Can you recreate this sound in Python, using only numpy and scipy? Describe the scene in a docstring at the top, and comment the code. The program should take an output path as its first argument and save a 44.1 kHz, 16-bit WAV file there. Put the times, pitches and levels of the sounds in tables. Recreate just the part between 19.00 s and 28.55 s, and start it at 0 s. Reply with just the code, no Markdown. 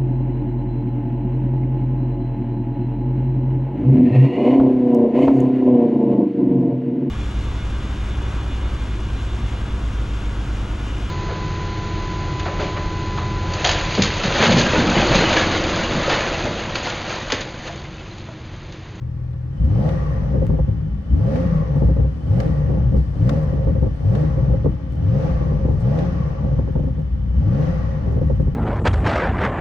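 """A low, smooth idle, then eight blips of the throttle: a parked flat-six sports car, on a stereo
microphone at the driver's seat. The firing tone sweeps up through the booming cabin. As the revs sink,
the silencer howls, unburnt fuel pops and thuds in the exhaust and a belt-driven whine falls. From the
engine bay, beyond the bulkhead, come intake rush, turbine hiss, valve chatter and a tick as the throttle
shuts. The fuel pump and the ventilation lie faintly underneath."""
import sys
import numpy as np
from scipy import signal
from scipy.fft import irfft
from scipy.io import wavfile
from scipy.ndimage import uniform_filter1d

SR = 44100
rng = np.random.default_rng(int(sys.argv[2]) if len(sys.argv) > 2 else 0)


def bounce(signal):
    """Save signal as a 16-bit WAV file at the path given by the first command-line argument."""
    frames = np.transpose(np.atleast_2d(signal))
    limited = np.clip(frames, -1, 1)
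    pcm = np.round(limited * 32767).astype(np.int16)
    wavfile.write(sys.argv[1], SR, pcm)


N = 421155
T = np.arange(N) / SR

# Pedal blips: start t/s, throttle shuts t/s, burble ends t/s, starting firing f/Hz, top firing f/Hz,
# coast-down/(Hz/s), then level/dB for coasting tone, rumble, rasp, whine, pulling tone, chatter, howl,
# bark and turbine hiss
BLIPS = [(.612, 0.887, 1.54, 49, 174.4, 121.6, -5, -.5, -0.5, 3, -0.5, -1.5, -7, -35.5, 3),
         (2.115, 2.37, 2.95, 55.55, 176.9, 132.3, 1, -1, 0, 3, -1, -1.5, 1.5, -33, 3.5),
         (3.275, 3.425, 3.95, 77.97, 156.6, 103.6, 3.5, 0.5, 0.5, -5, -1.5, -1.5, -1.5, -31.5, 4.5),
         (4.204, 4.32, 4.87, 93.22, 156.2, 112.1, -0.5, 0, .7, 0.5, 1, -2.5, -1.5, -33, 4.5),
         (5.048, 5.186, 5.58, 88.6, 154.6, 111.8, 4, 0, 1, 0.5, -1.5, -1.5, -6.5, -31, 3),
         (6.016, 6.25, 6.80, 75.87, 174.8, 140.1, -8.5, -1, -0.6, 2.5, -1, -8, -0.5, -34, 0),
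         (6.84, 7.0, 7.6, 116.6, 177.9, 114, -1, -1.5, -0.4, 0.5, 2.5, -7.5, -10, -27.5, 0),
         (8.366, 8.646, 8.5, 59.97, 175.3, 113.1, -3.5, -0.5, -2, -1, -2, -1, -5, -35.5, 0)]
# Firing tone, loud where it meets a cabin mode: firing f/Hz, pulling level/dB, coasting level/dB
TONE_BY_SPEED = [(40.5, -40, -35.5), (47.5, -18, -46), (52.6, -16.5, -19.5), (68, -9, -26),
                 (82, -20.5, -39), (102, -13, -28.5), (149, -22.5, -26.5), (160.4, -21, -28.5),
                 (172, -27, -22.5)]
# Exhaust rasp: firing f/Hz, pulling level/dB, coasting level/dB
RASP_BY_SPEED = [(41, -50, -58.5), (65.4, -44.5, -52), (115, -38, -46.5), (128, -33.5, -37.5),
                 (145, -32.5, -40), (171, -29.5, -38.5)]
# Half-order growl under throttle, loud where it meets a cabin mode: f/Hz, level/dB
GROWL_BY_PITCH = [(75, -43), (130, -38), (175, -25), (203, -22), (225, -46), (267, -39.5), (290, -42)]
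# Overtones of the idle, the exhaust and the silencer's howl: multiple of the firing rate, level/dB
IDLE_ORDERS = [(2, -31.5), (3, -28.5), (4, -42.5), (5, -58), (7, -55.5)]
EXHAUST_ORDERS = [(.5, -12), (5 / 6, -13), (1.5, -5), (2, -8), (2.5, -10), (3, 0), (3.5, -2), (4, -2),
                  (4.5, -4), (5, -5), (6, -4), (7, -7), (7.5, -7), (9, -8)]
HOWL_ORDERS = [(3, -33), (3.5, -33), (4, -35), (5, -42)]
# Low and mid rumble: coasting level/dB, then change/dB when pulling, burbling and in the lull
BOOM_BY_STAGE = (-22, -2.5, 1.5, -3)
DRONE_BY_STAGE = (-23, 2, 2, -4.5)
# Stumbles in the firing: t/s, level change/dB, half length/s
STUMBLES = [(.55, -2, 0.034), (2.044, -7, 0.052), (2.667, -3, .04), (3.18, -3, 0.041), (4.102, -0.5, 0.054),
            (4.956, -5, 0.061), (5.784, -7.5, 0.062), (7.365, -6.5, .04), (8.106, -4.5, 0.048),
            (8.98, -4.5, .05)]
# Unburnt fuel popping in the exhaust: t/s, level/dB, decay/s
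FUEL_POPS = [(1.338, -19, 0.043), (1.416, -18, 0.023), (1.492, -19, 0.022), (1.53, -20.5, 0.028),
             (1.585, -19, 0.015), (1.678, -23.5, 0.023), (2.754, -19, 0.013), (2.816, -14, 0.016),
             (2.881, -19.5, 0.025), (2.962, -23, 0.02), (2.984, -19, 0.029), (3.039, -24.5, 0.028),
             (3.688, -20.5, 0.065), (3.77, -23.5, 0.022), (3.92, -22, 0.02), (3.94, -18, 0.038),
             (4.525, -21.5, 0.027), (4.666, -18.5, 0.016), (4.691, -22.5, 0.018), (4.749, -23, 0.044),
             (4.822, -18, 0.026), (4.861, -21, 0.01), (5.375, -20.5, 0.02), (5.497, -22, 0.015),
             (5.533, -20, 0.018), (5.643, -18.5, 0.016), (5.655, -13, 0.015), (6.405, -23.5, 0.03),
             (6.462, -26.5, 0.018), (6.513, -20.5, 0.019), (6.647, -19.5, 0.025), (6.682, -18, 0.036),
             (7.439, -22, 0.015), (7.586, -18, 0.018), (7.673, -23.5, 0.016), (7.753, -18, 0.017),
             (7.789, -22, 0.015), (7.83, -26.5, 0.02), (7.868, -23, 0.015), (7.979, -28.5, 0.027),
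             (9.066, -22, 0.016), (9.107, -27, 0.019), (9.162, -20, 0.021), (9.211, -19.5, 0.024),
             (9.296, -19.5, 0.017), (9.395, -19.5, 0.017), (9.469, -22.5, 0.018)]
# Late combustion ringing one cabin mode: t/s, level/dB, f/Hz
CABIN_THUDS = [(1.396, -19.5, 121), (1.576, -17.5, 60), (1.674, -17.5, 105.7), (1.74, -20.5, 151.6),
               (1.795, -19.5, 155.2), (1.871, -22.5, 60.06), (2.81, -13.5, 60), (2.881, -22, 63.3),
               (2.909, -22, 115.4), (2.989, -13.5, 63.5), (3.789, -16.5, 64.06), (3.945, -12, 59.7),
               (4.645, -18.5, 66), (4.74, -19.5, 62.1), (4.85, -16.5, 57), (5.5, -14.5, 64.8),
               (5.585, -17.5, 111.7), (5.656, -24, 66), (5.96, -21, 159.8), (6.28, -17, 59.73),
               (6.6, -19.5, 66.03), (7.5, -17.5, 129.9), (7.775, -21, 61.55), (7.965, -21, 151.2),
               (8.2, -28, 120.2), (9.11, -18, 64), (9.219, -17.5, 62.4), (9.31, -21.5, 61.3),
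               (9.44, -14.5, 60.9)]
# Valve ticks in the engine bay: t/s, knock level/dB, snap level/dB
VALVE_TICKS = [(0.331, -46, -80), (0.889, -30, -62), (2.3565, -30.5, -70), (3.4001, -25, -49.5),
               (4.2916, -23, -48), (5.15, -28.5, -66), (6.9867, -30.5, -72), (8.6201, -39, -75)]
# Short hisses from the engine bay: t/s, level/dB, decay/s
BAY_HISSES = [(0.324, -80, .015), (.635, -62, .035), (2.125, -72, .05), (2.79, -66.5, .12),
              (3.08, -74, 0.22), (3.96, -60, 0.054), (4.05, -74, .16), (4.84, -73.5, 0.11),
              (4.93, -68.5, 0.098), (5.9, -74, 0.16), (6.796, -56.5, 0.028)]
# Thin whine of the fuel pump: f/Hz, level/dB
PUMP_TONES = [(3472, -83)]

# Each source's spectrum as it reaches the seat, before the shared resonances: f/Hz, relative level/dB
BOOM_PATH = [(12, -40), (25, -13.5), (36, -26.5), (46, -23), (56, -0.5), (64, 0), (75, -5), (86, -12.5),
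             (110, -26), (200, -101)]
DRONE_PATH = [(50, -50), (85, -7), (104, 2.5), (130, -1.5), (152, 3.5), (182, -10), (198, -6.5),
              (220, -14.5), (250, -18), (280, -18), (360, -32), (600, -68), (1200, -95.5)]
RASP_PATH = [(120, -40), (230, -14), (285, -0.5), (370, -10.5), (450, -3.5), (600, -11), (740, -12),
             (850, -14), (980, -33), (1400, -29.5), (4000, -78.5)]
POP_PATH = [(50, -19.5), (130, -3.5), (200, 7.5), (290, 5.5), (370, 0), (450, 1.5), (600, -12), (730, -16),
            (850, -15), (1000, -23), (1600, -39.5), (5000, -83)]
INTAKE_PATH = [(300, -28.5), (700, 2.5), (1000, 4.5), (1350, 3.5), (1650, -0.5), (2300, -4.5), (2800, -7.5),
               (3600, -12.5), (6200, -15.5), (8000, -39), (10000, -37), (15000, -52.5)]
GEAR_PATH = [(800, -43), (1040, -9.5), (1140, 2), (1260, -9), (1500, -30), (1720, -13.5), (1890, -11.5),
             (2100, -22.5), (3000, -52.5)]
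CHATTER_PATH = [(1200, -30.5), (1470, -2), (1620, -10), (1780, -6.5), (1920, 2.5), (2040, -6.5),
                (2200, -12), (3000, -40)]
TURBINE_PATH = [(2000, -17), (4500, 7.5), (6500, -3), (8500, -2.5), (10000, -8.5), (12000, -19.5),
                (15000, -14.5)]
KNOCK_PATH = [(400, -26), (1000, 8.5), (1400, 14.5), (2200, 5), (3500, 3), (6000, -11.5), (9000, -24),
              (15000, -49.5)]
SNAP_PATH = [(1500, -30), (4000, -0.5), (6500, 5), (10000, -11.5), (15000, -7)]
VENT_PATH = [(120, -19), (200, -4), (380, -4), (530, -17.5), (830, -18.5), (1260, -23), (1630, -22.5),
             (2200, -28), (3000, -32.5), (6000, -41.5), (9000, -51.5), (15000, -62.5)]
# Cabin resonances, plus a faint high ring near 9.5 kHz, shared by every path: f/Hz, width/Hz, lift/dB
SHARED_RESONANCES = [(534, 46, 14), (630, 70, 3), (835, 80, 5), (1143, 95, 7), (1733, 50, 4),
                     (1880, 100, 4.5), (9550, 300, 8)]
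# Likeness of the microphone's two ports: f/Hz, likeness/(0-1)
MIC_LIKENESS = [(25, .99), (60, .975), (140, .95), (200, .7), (290, .25), (530, .2), (900, 0), (15000, 0)]
# Balance at the microphone: f/Hz, left minus right level/dB
MIC_BALANCE = [(60, 1.6), (130, 2.4), (220, 3), (380, 0), (540, -3), (630, 2), (720, -2), (820, 1),
               (1200, 2.5), (2300, 1.5), (4400, 10), (6200, 9), (8500, -1), (15000, 0)]
# Lead of the left port: f/Hz, phase/rad
MIC_LEAD = [(30, .05), (70, .2), (130, .25), (300, .1), (600, 0)]

IDLE_HZ = 41.1  # firing rate


def firing(hz, level, cycles, flutter_rad=.2):
    """The firing tone filling the cabin: firm and growling under throttle, ragged off it, even at idle."""
    idling = idle_share(hz)
    phase = 2 * np.pi * cycles
    ragged = (1 - level["pull"]) * (1 - idling)
    tone = (1 + .4 * ragged * wander(600)) * np.sin(phase + .6 * ragged * wander(1100))
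    idle = sum(amp(db) * np.cos(k * phase) for k, db in IDLE_ORDERS)
    growl_gain = level["pull"] * amp(read(GROWL_BY_PITCH, 1.5 * hz))
    growl = growl_gain * np.sin(1.5 * phase + flutter_rad * wander(600))
    return np.sqrt(2) * (amp(level["tone"]) * tone + growl + idling * idle)


def engine_speed(overshoot_hz=8, overshoot_s=.05, hang_hz=3, hang_s=.06, flywheel_s=.06):
    """Firing rate in Hz: it climbs, overshoots on the air left in the manifold, hangs, then sinks."""
    knots = [(0, IDLE_HZ), (.46, IDLE_HZ)]  # idle until the first touch of the pedal
    following = [(row[0], row[3]) for row in BLIPS[1:]] + [(np.inf, IDLE_HZ)]
    for (start, shut, _, from_hz, top_hz, coast, *_), (next_start, caught_hz) in zip(BLIPS, following):
        shut_hz, fall_hz = top_hz - overshoot_hz, top_hz - hang_hz
        midway_hz = from_hz + .54 * (shut_hz - from_hz)
        fall = shut + overshoot_s + hang_s
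        caught = min(fall + (fall_hz - caught_hz) / coast, next_start)
        knots += [(start, from_hz), ((start + shut) / 2, midway_hz), (shut, shut_hz),
                  (shut + overshoot_s, top_hz), (fall, fall_hz), (caught, caught_hz)]
    return uniform_filter1d(np.interp(T, *np.transpose(knots)), round(flywheel_s * SR))


def idle_share(hz):
    """1 at idle, falling to 0 as the revs lift."""
    return np.interp(hz, [43, 52], [1, 0])


def levels(hz, burble_delay_s=.486, spool_up_db_per_s=50.5, run_down_db_per_s=61):
    """Layer levels in dB, from the revs and the stage of each blip; "pull" is the engine load, 0 to 1."""
    start, shut, burble_end, _, _, _, *trims, _, hiss = np.transpose(BLIPS)
    blip = np.maximum(np.searchsorted(start, T) - 1, 0)
    trims = [uniform_filter1d(trim[blip], size=2000) for trim in trims]
    coast_tone, rumble, rasp, whine, pull_tone, chatter, howling = trims
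    pull = during(start - .041, shut + .049, ramp_s=.098)
    burble = during(shut + burble_delay_s, burble_end, ramp_s=.036)  # fuel burns in the exhaust
    lull = during(burble_end[:-1], start[1:], ramp_s=.036)
    idle = during([0], start[:1] - .098, ramp_s=.098)
    stages = np.array([np.ones(N), pull, burble, lull])
    sag, surge_power = stumbles(), surges()
    tone_trim = pull * pull_tone + (1 - pull) * (coast_tone + 4 * wander(1700))  # breaks up off throttle
    gulp_hz = .056 * pull * (155 - hz)  # an open throttle draws air as if the revs were nearer 155 Hz
    past_peak_s = T - shut[:, None] + .015  # the turbines peak just before the throttle shuts
    spool = np.minimum(spool_up_db_per_s * past_peak_s, -run_down_db_per_s * past_peak_s)
    meshing = -.43 * abs(hz - 162) - 9.5 * pull  # loudest coasting through a firing rate of 162 Hz

    def by_speed(table):
        """Blends a table's pulling and coasting levels."""
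        rate, pulling, coasting = np.transpose(table)
        return pull * np.interp(hz, rate, pulling) + (1 - pull) * np.interp(hz, rate, coasting)

    def surging(by_stage, surge_db):
        """A rumble level that swells with each pop and sags at each stumble."""
        power = amp(np.dot(by_stage, stages) + rumble) ** 2 + amp(surge_db) ** 2 * surge_power
        return 10 * np.log10(power) + sag

    return dict(pull=pull,
                tone=by_speed(TONE_BY_SPEED) + tone_trim - 4.5 * burble - 4 * lull + sag,
                boom=surging(BOOM_BY_STAGE, surge_db=-1.5),
                drone=surging(DRONE_BY_STAGE, surge_db=-.5),
                rasp=by_speed(RASP_BY_SPEED) + rasp + 2,
                howl=howling - 4 * lull + sag,
                intake=-60.5 + .1152 * (hz + gulp_hz - IDLE_HZ) + 3.5 * pull - 2 * idle,
                belt=-50.5 + meshing + whine,
                gears=-48.5 + meshing + whine / 2,
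                chatter=-77 + .1857 * (hz - IDLE_HZ) + chatter,
                turbines=-66.5 + np.max(hiss[:, None] + spool, axis=0),
                chirr=-69.5 + 4 * pull - 19 * idle,
                pump=6 * lull - 19 * idle)


def stumbles():
    """The firing dies away for a moment: its sag in dB."""
    sag, t = np.zeros(N), np.arange(-SR // 4, SR // 4) / SR
    for s, db, half_s in STUMBLES:
        add(sag, s + t[0], db * np.exp(-(t / half_s) ** 2))
    return sag


def exhaust(hz, cycles, level, kick_db=17, idle_duck_db=-13):
    """Overtones and uneven firings ring the pipes and the cabin around the microphone."""
    climb_hz_per_s = uniform_filter1d(np.gradient(hz) * SR, size=2500)
    throttle = np.clip(climb_hz_per_s / 250, 0, 1)
    # combustion is firm under throttle and ragged while coasting down
    rough = np.interp(hz, [42, 60, 100], [.7, .4, .75]) * (1 - .3 * throttle)
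    kicks = np.diff(np.floor(cycles), prepend=0) * rng.standard_normal(N)
    for s, db, _ in FUEL_POPS:
        add(kicks, s, np.array([amp(db + kick_db)]))  # each pop also thumps the cabin
    # gas leaves in puffs, the two cylinder banks slightly unequal
    puffs = rng.standard_normal(N) * (1 + .7 * np.cos(2 * np.pi * cycles) + .1 * np.cos(np.pi * cycles))
    idling = idle_share(hz)
    overtones = engine_overtones(cycles, idling)

    def route(path, noise, share, size=2400):
        """One way into the cabin, blending the overtones with a share of noise."""
        tonal, ragged = steady(through(overtones, path)), steady(through(noise, path))
        return steady((1 - share) * tonal + share * ragged, size)

    boom = amp(level["boom"]) * route(BOOM_PATH, kicks, rough)
    drone = amp(level["drone"]) * route(DRONE_PATH, kicks, rough)
    rasp = amp(level["rasp"]) * route(RASP_PATH, puffs, .7 - .12 * throttle, size=2000)
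    return (boom + drone) * amp(idle_duck_db * idling) + rasp


def engine_overtones(cycles, idling, step=8):
    """A flickering stack of engine orders; the crank judders and smears the highest ones."""
    shaky = (cycles + .03 * (1 - idling) * wander(600))[::step]
    stack = 0
    for k, db in EXHAUST_ORDERS:
        flicker = 1 + .6 * wander(2000 // step, count=len(shaky))
        stack += amp(db) * flicker * np.cos(2 * np.pi * (k * shaky + rng.random()))
    return signal.resample_poly(stack, step, 1, window=("kaiser", 9))[:N]


def bark(cycles, delay_s=.057, width_s=.04, tail_s=.11, tail_db=-10.5, rough=.58):
    """As the throttle shuts the exhaust barks: a ragged swell of two overtones, with a softer tail."""
    swell, t = np.zeros(N), np.arange(-SR // 4, SR // 2) / SR
    shape = np.maximum(np.exp(-(t / width_s) ** 2), amp(tail_db) * np.exp(-(t / tail_s - .5) ** 2))
    for _, shut, *_, db, _ in BLIPS:
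        add(swell, shut + delay_s + t[0], amp(db) * shape)
    phase = 2 * np.pi * cycles + rough / 2 * wander(400)
    overtones = np.sin(2 * phase) + amp(-8) * np.sin(3 * phase)
    return np.sqrt(2) * swell * (1 + rough * wander(500)) * overtones


def howl(hz, cycles, level, note_hz=533.4, width_hz=25, right_db=7):
    """The silencer howls as each overtone sweeps through its note, louder at the right port."""
    note = np.zeros(N)
    for k, db in HOWL_ORDERS:
        resonance = 1 / (1 + ((k * hz - note_hz) / width_hz) ** 2)
        note += amp(db) * resonance * np.sin(2 * np.pi * k * cycles + .6 * wander(600))
    pulsing = 1 + .3 * wander(700) + .3 * np.cos(2 * np.pi * cycles / 6)
    return amp(level["howl"]) * pulsing * note * amp([[-right_db / 2], [right_db / 2]])


def pops(silencer_hz=519.2, ring_s=.0084, ring_db=-9.5):
    """Unburnt fuel goes off in short blasts that ring on in the silencer, muffled by the body."""
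    out, t = np.zeros(N), T[:7000]
    swell = t / ring_s * np.exp(1 - t / ring_s)
    for s, db, decay_s in FUEL_POPS:
        note = swell * np.sin(2 * np.pi * (silencer_hz * rng.uniform(.97, 1.03) * t + rng.random()))
        blast = burst(POP_PATH, rise_s=.0028, decay_s=decay_s)
        add(out, s, amp(db + .5) * blast + amp(db + ring_db) * note)
    return out


def surges(decay_s=.082, cap_db=-19):
    """Power of the pressure surge each pop sends down the exhaust; the silencer caps the largest."""
    power = np.zeros(N)
    for s, db, _ in FUEL_POPS:
        add(power, s, amp(db) ** 2 * np.exp(-2 * T[:SR // 2] / decay_s))
    return uniform_filter1d(np.minimum(power, amp(cap_db) ** 2), size=400)


def thuds(rise_s=.037):
    """Late combustion rings a cabin mode around the seat, swelling for a few cycles and dying away."""
    out, t = np.zeros(N), T[:SR // 4]
    swell = (t / rise_s * np.exp(1 - t / rise_s)) ** 2
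    for s, db, hz in CABIN_THUDS:
        add(out, s, amp(db) * swell * np.sin(2 * np.pi * (hz * t + rng.random())))
    return out


def intake(pulsing, level):
    """Intake air rushes in the engine bay, throbbing with each firing."""
    return amp(level["intake"]) * steady(through(pulsing * rng.standard_normal(N), INTAKE_PATH))


def valve_train(cycles, level):
    """Timing gear rattles and valves chatter in step with the firing, heard through the bulkhead."""
    teeth = (1 + np.cos(np.pi * cycles)) ** 2 * rng.standard_normal(N)
    taps = (1 + .5 * np.cos(2 * np.pi * cycles)) * rng.standard_normal(N)
    gears = amp(level["gears"]) * steady(through(teeth, GEAR_PATH))
    return gears + amp(level["chatter"]) * through(taps, CHATTER_PATH)


def turbines(pulsing, level, rise_s=.005):
    """The turbines hiss as they spool up and run down, joined by short hisses from the engine bay."""
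    power, t = amp(level["turbines"]) ** 2, T[:SR]
    for s, db, decay_s in BAY_HISSES:
        add(power, s, (amp(db) * (1 - np.exp(-t / rise_s)) * np.exp(-t / decay_s)) ** 2)
    return np.sqrt(power) * through(pulsing * rng.standard_normal(N), TURBINE_PATH)


def alternator(hz, level):
    """A belt-driven whine that follows the crank."""
    return amp(level["belt"]) * wavering(6.9 * hz, waver_hz=18)


def ticks():
    """A valve in the engine bay knocks shut, with a bright snap when it closes hard."""
    out = np.zeros(N)
    for s, knock_db, snap_db in VALVE_TICKS:
        knock = burst(KNOCK_PATH, rise_s=.0012, decay_s=.005)
        snap = burst(SNAP_PATH, rise_s=.0012, decay_s=.005)
        add(out, s, amp(knock_db - 2) * knock + amp(snap_db + 8) * snap)
    return out


def fuel_pump(level, band_hz=3048, half_width_hz=55, swing_hz=25, throb_hz=17):
    """The pump's thin whine, and its narrow band of noise that throbs and swings in pitch."""
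    whine = amp(level["pump"]) * sum(amp(db) * wavering(hz, waver_hz=12) for hz, db in PUMP_TONES)
    throb = np.sin(2 * np.pi * np.cumsum(throb_hz * (1 + .15 * wander(4000))) / SR)
    lowpass = signal.butter(2, half_width_hz, fs=SR, output="sos")
    grain = signal.sosfilt(lowpass, rng.standard_normal((2, N)))
    phase = 2 * np.pi * np.cumsum(band_hz + swing_hz * throb) / SR
    band = steady(grain[0] * np.cos(phase) + grain[1] * np.sin(phase))
    return whine + amp(level["chirr"]) * (1 - .3 * throb) * band


def ventilation():
    """Faint, steady air from the vents: the cabin's room tone."""
    return amp(-50) * through(rng.standard_normal(N), VENT_PATH)


def cabin(direct, scattered, size=4096):
    """Bass reaches both microphone ports alike; higher up, scatter off glass and trim sets them apart."""
    f = np.fft.rfftfreq(size, 1 / SR)
    likeness = np.clip(read(MIC_LIKENESS, f), 0, 1)
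    side = np.array([[1], [-1]])
    ports = amp(side * read(MIC_BALANCE, f) / 2) * np.exp(1j * side * read(MIC_LEAD, f) / 2)
    ports /= np.sqrt(np.mean(abs(ports) ** 2, axis=0))
    spread = side * ports * np.sqrt((1 - likeness) / (1 + likeness))
    fade = signal.windows.tukey(N, .003)

    def heard(x, gain):
        """A sound at both ports."""
        response = np.roll(irfft(gain), size // 2, axis=1)
        return signal.oaconvolve((x * fade)[None], response, axes=1)[:, size // 2:size // 2 + N]

    return heard(direct, ports) + heard(scattered, spread)


def through(x, path, size=8192):
    """Carries a sound to the seat: a causal filter of energy 1, with the shared resonances on top."""
    f = abs(np.fft.fftfreq(size, 1 / SR))
    peaks_db = sum(lift / (1 + (2 * (f - hz) / width) ** 2) for hz, width, lift in SHARED_RESONANCES)
    log_gain = np.log(amp(read(path, f) + peaks_db))
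    minimum_phase = np.exp(signal.hilbert(log_gain).conj())
    response = np.fft.ifft(minimum_phase).real[:size // 2]
    return signal.oaconvolve(x, response / np.linalg.norm(response))[:len(x)]


def burst(path, rise_s, decay_s, size=7000):
    """A dying puff of gas or rattle of metal, with a peak near 1."""
    t = np.arange(size) / SR
    fade = np.minimum(2 * (1 - t / t[-1]), 1) ** 2
    shape = (1 - np.exp(-t / rise_s)) ** 2 * np.exp(-t / decay_s) * fade
    noise = steady(through(rng.standard_normal(2 * size), path), size=400)[size:]
    return .5 * shape / shape.max() * noise


def wavering(hz, waver_hz):
    """A sine of rms about 1, unsteady in level and pitch."""
    swell = 1 + .3 * wander(500)
    return np.sqrt(2) * swell * np.sin(2 * np.pi * np.cumsum(hz + waver_hz * wander(200)) / SR)


def wander(size, count=N):
    """Random drift of rms about 1, changing over about size samples."""
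    knots = 1.2 * rng.standard_normal(count // size + 2)
    return np.interp(np.arange(count) / size, np.arange(len(knots)), knots)


def steady(x, size=3000):
    """Holds the short-term rms at 1, leaving single beats alone."""
    power = uniform_filter1d(uniform_filter1d(x * x, size), size)
    return x / np.sqrt(abs(power) + 1e-6 * np.mean(x * x))


def during(starts, ends, ramp_s):
    """1 inside the spans and 0 outside, with soft edges."""
    inside = np.any([(T >= a) & (T < b) for a, b in zip(starts, ends)], axis=0)
    return uniform_filter1d(inside.astype(float), round(ramp_s * SR))


def read(points, hz):
    """Interpolates a table on a log-frequency axis."""
    f, value = np.transpose(points)
    return np.interp(np.log(hz + 1), np.log(f), value)


def add(mix, s, sound):
    """Mixes a sound in at time s."""
    part = mix[max(round(s * SR), 0):][:len(sound)]
    part += sound[:len(part)]


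def amp(db):
    """Decibels to gain."""
    return 10 ** (np.asarray(db) / 20)


def scene():
    """The car from the driver's seat, every engine layer following one crankshaft."""
    hz = engine_speed()
    level = levels(hz)
    cycles = np.cumsum(hz) / SR  # firings so far
    pulsing = 1 + .051 * np.cos(2 * np.pi * cycles)

    def ragged_layers():
        """Sound whose fine detail differs with the direction it reaches the microphone from."""
        pipes = exhaust(hz, cycles, level) + pops()
        bay = intake(pulsing, level) + valve_train(cycles, level) + turbines(pulsing, level)
        return pipes + bay + alternator(hz, level) + fuel_pump(level) + ticks() + ventilation()

    direct = firing(hz, level, cycles) + thuds() + ragged_layers() + .5 * bark(cycles)
    scattered = ragged_layers() + bark(cycles)
    return cabin(direct, scattered) + howl(hz, cycles, level)


def record(dry):
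    """The recorder's band limit, at 15.4 kHz."""
    lowpass = signal.firwin(511, 15400, window=("kaiser", 9), fs=SR)
    return signal.oaconvolve(dry, lowpass[None], "same")


dry = scene()
out = record(dry)
bounce(out)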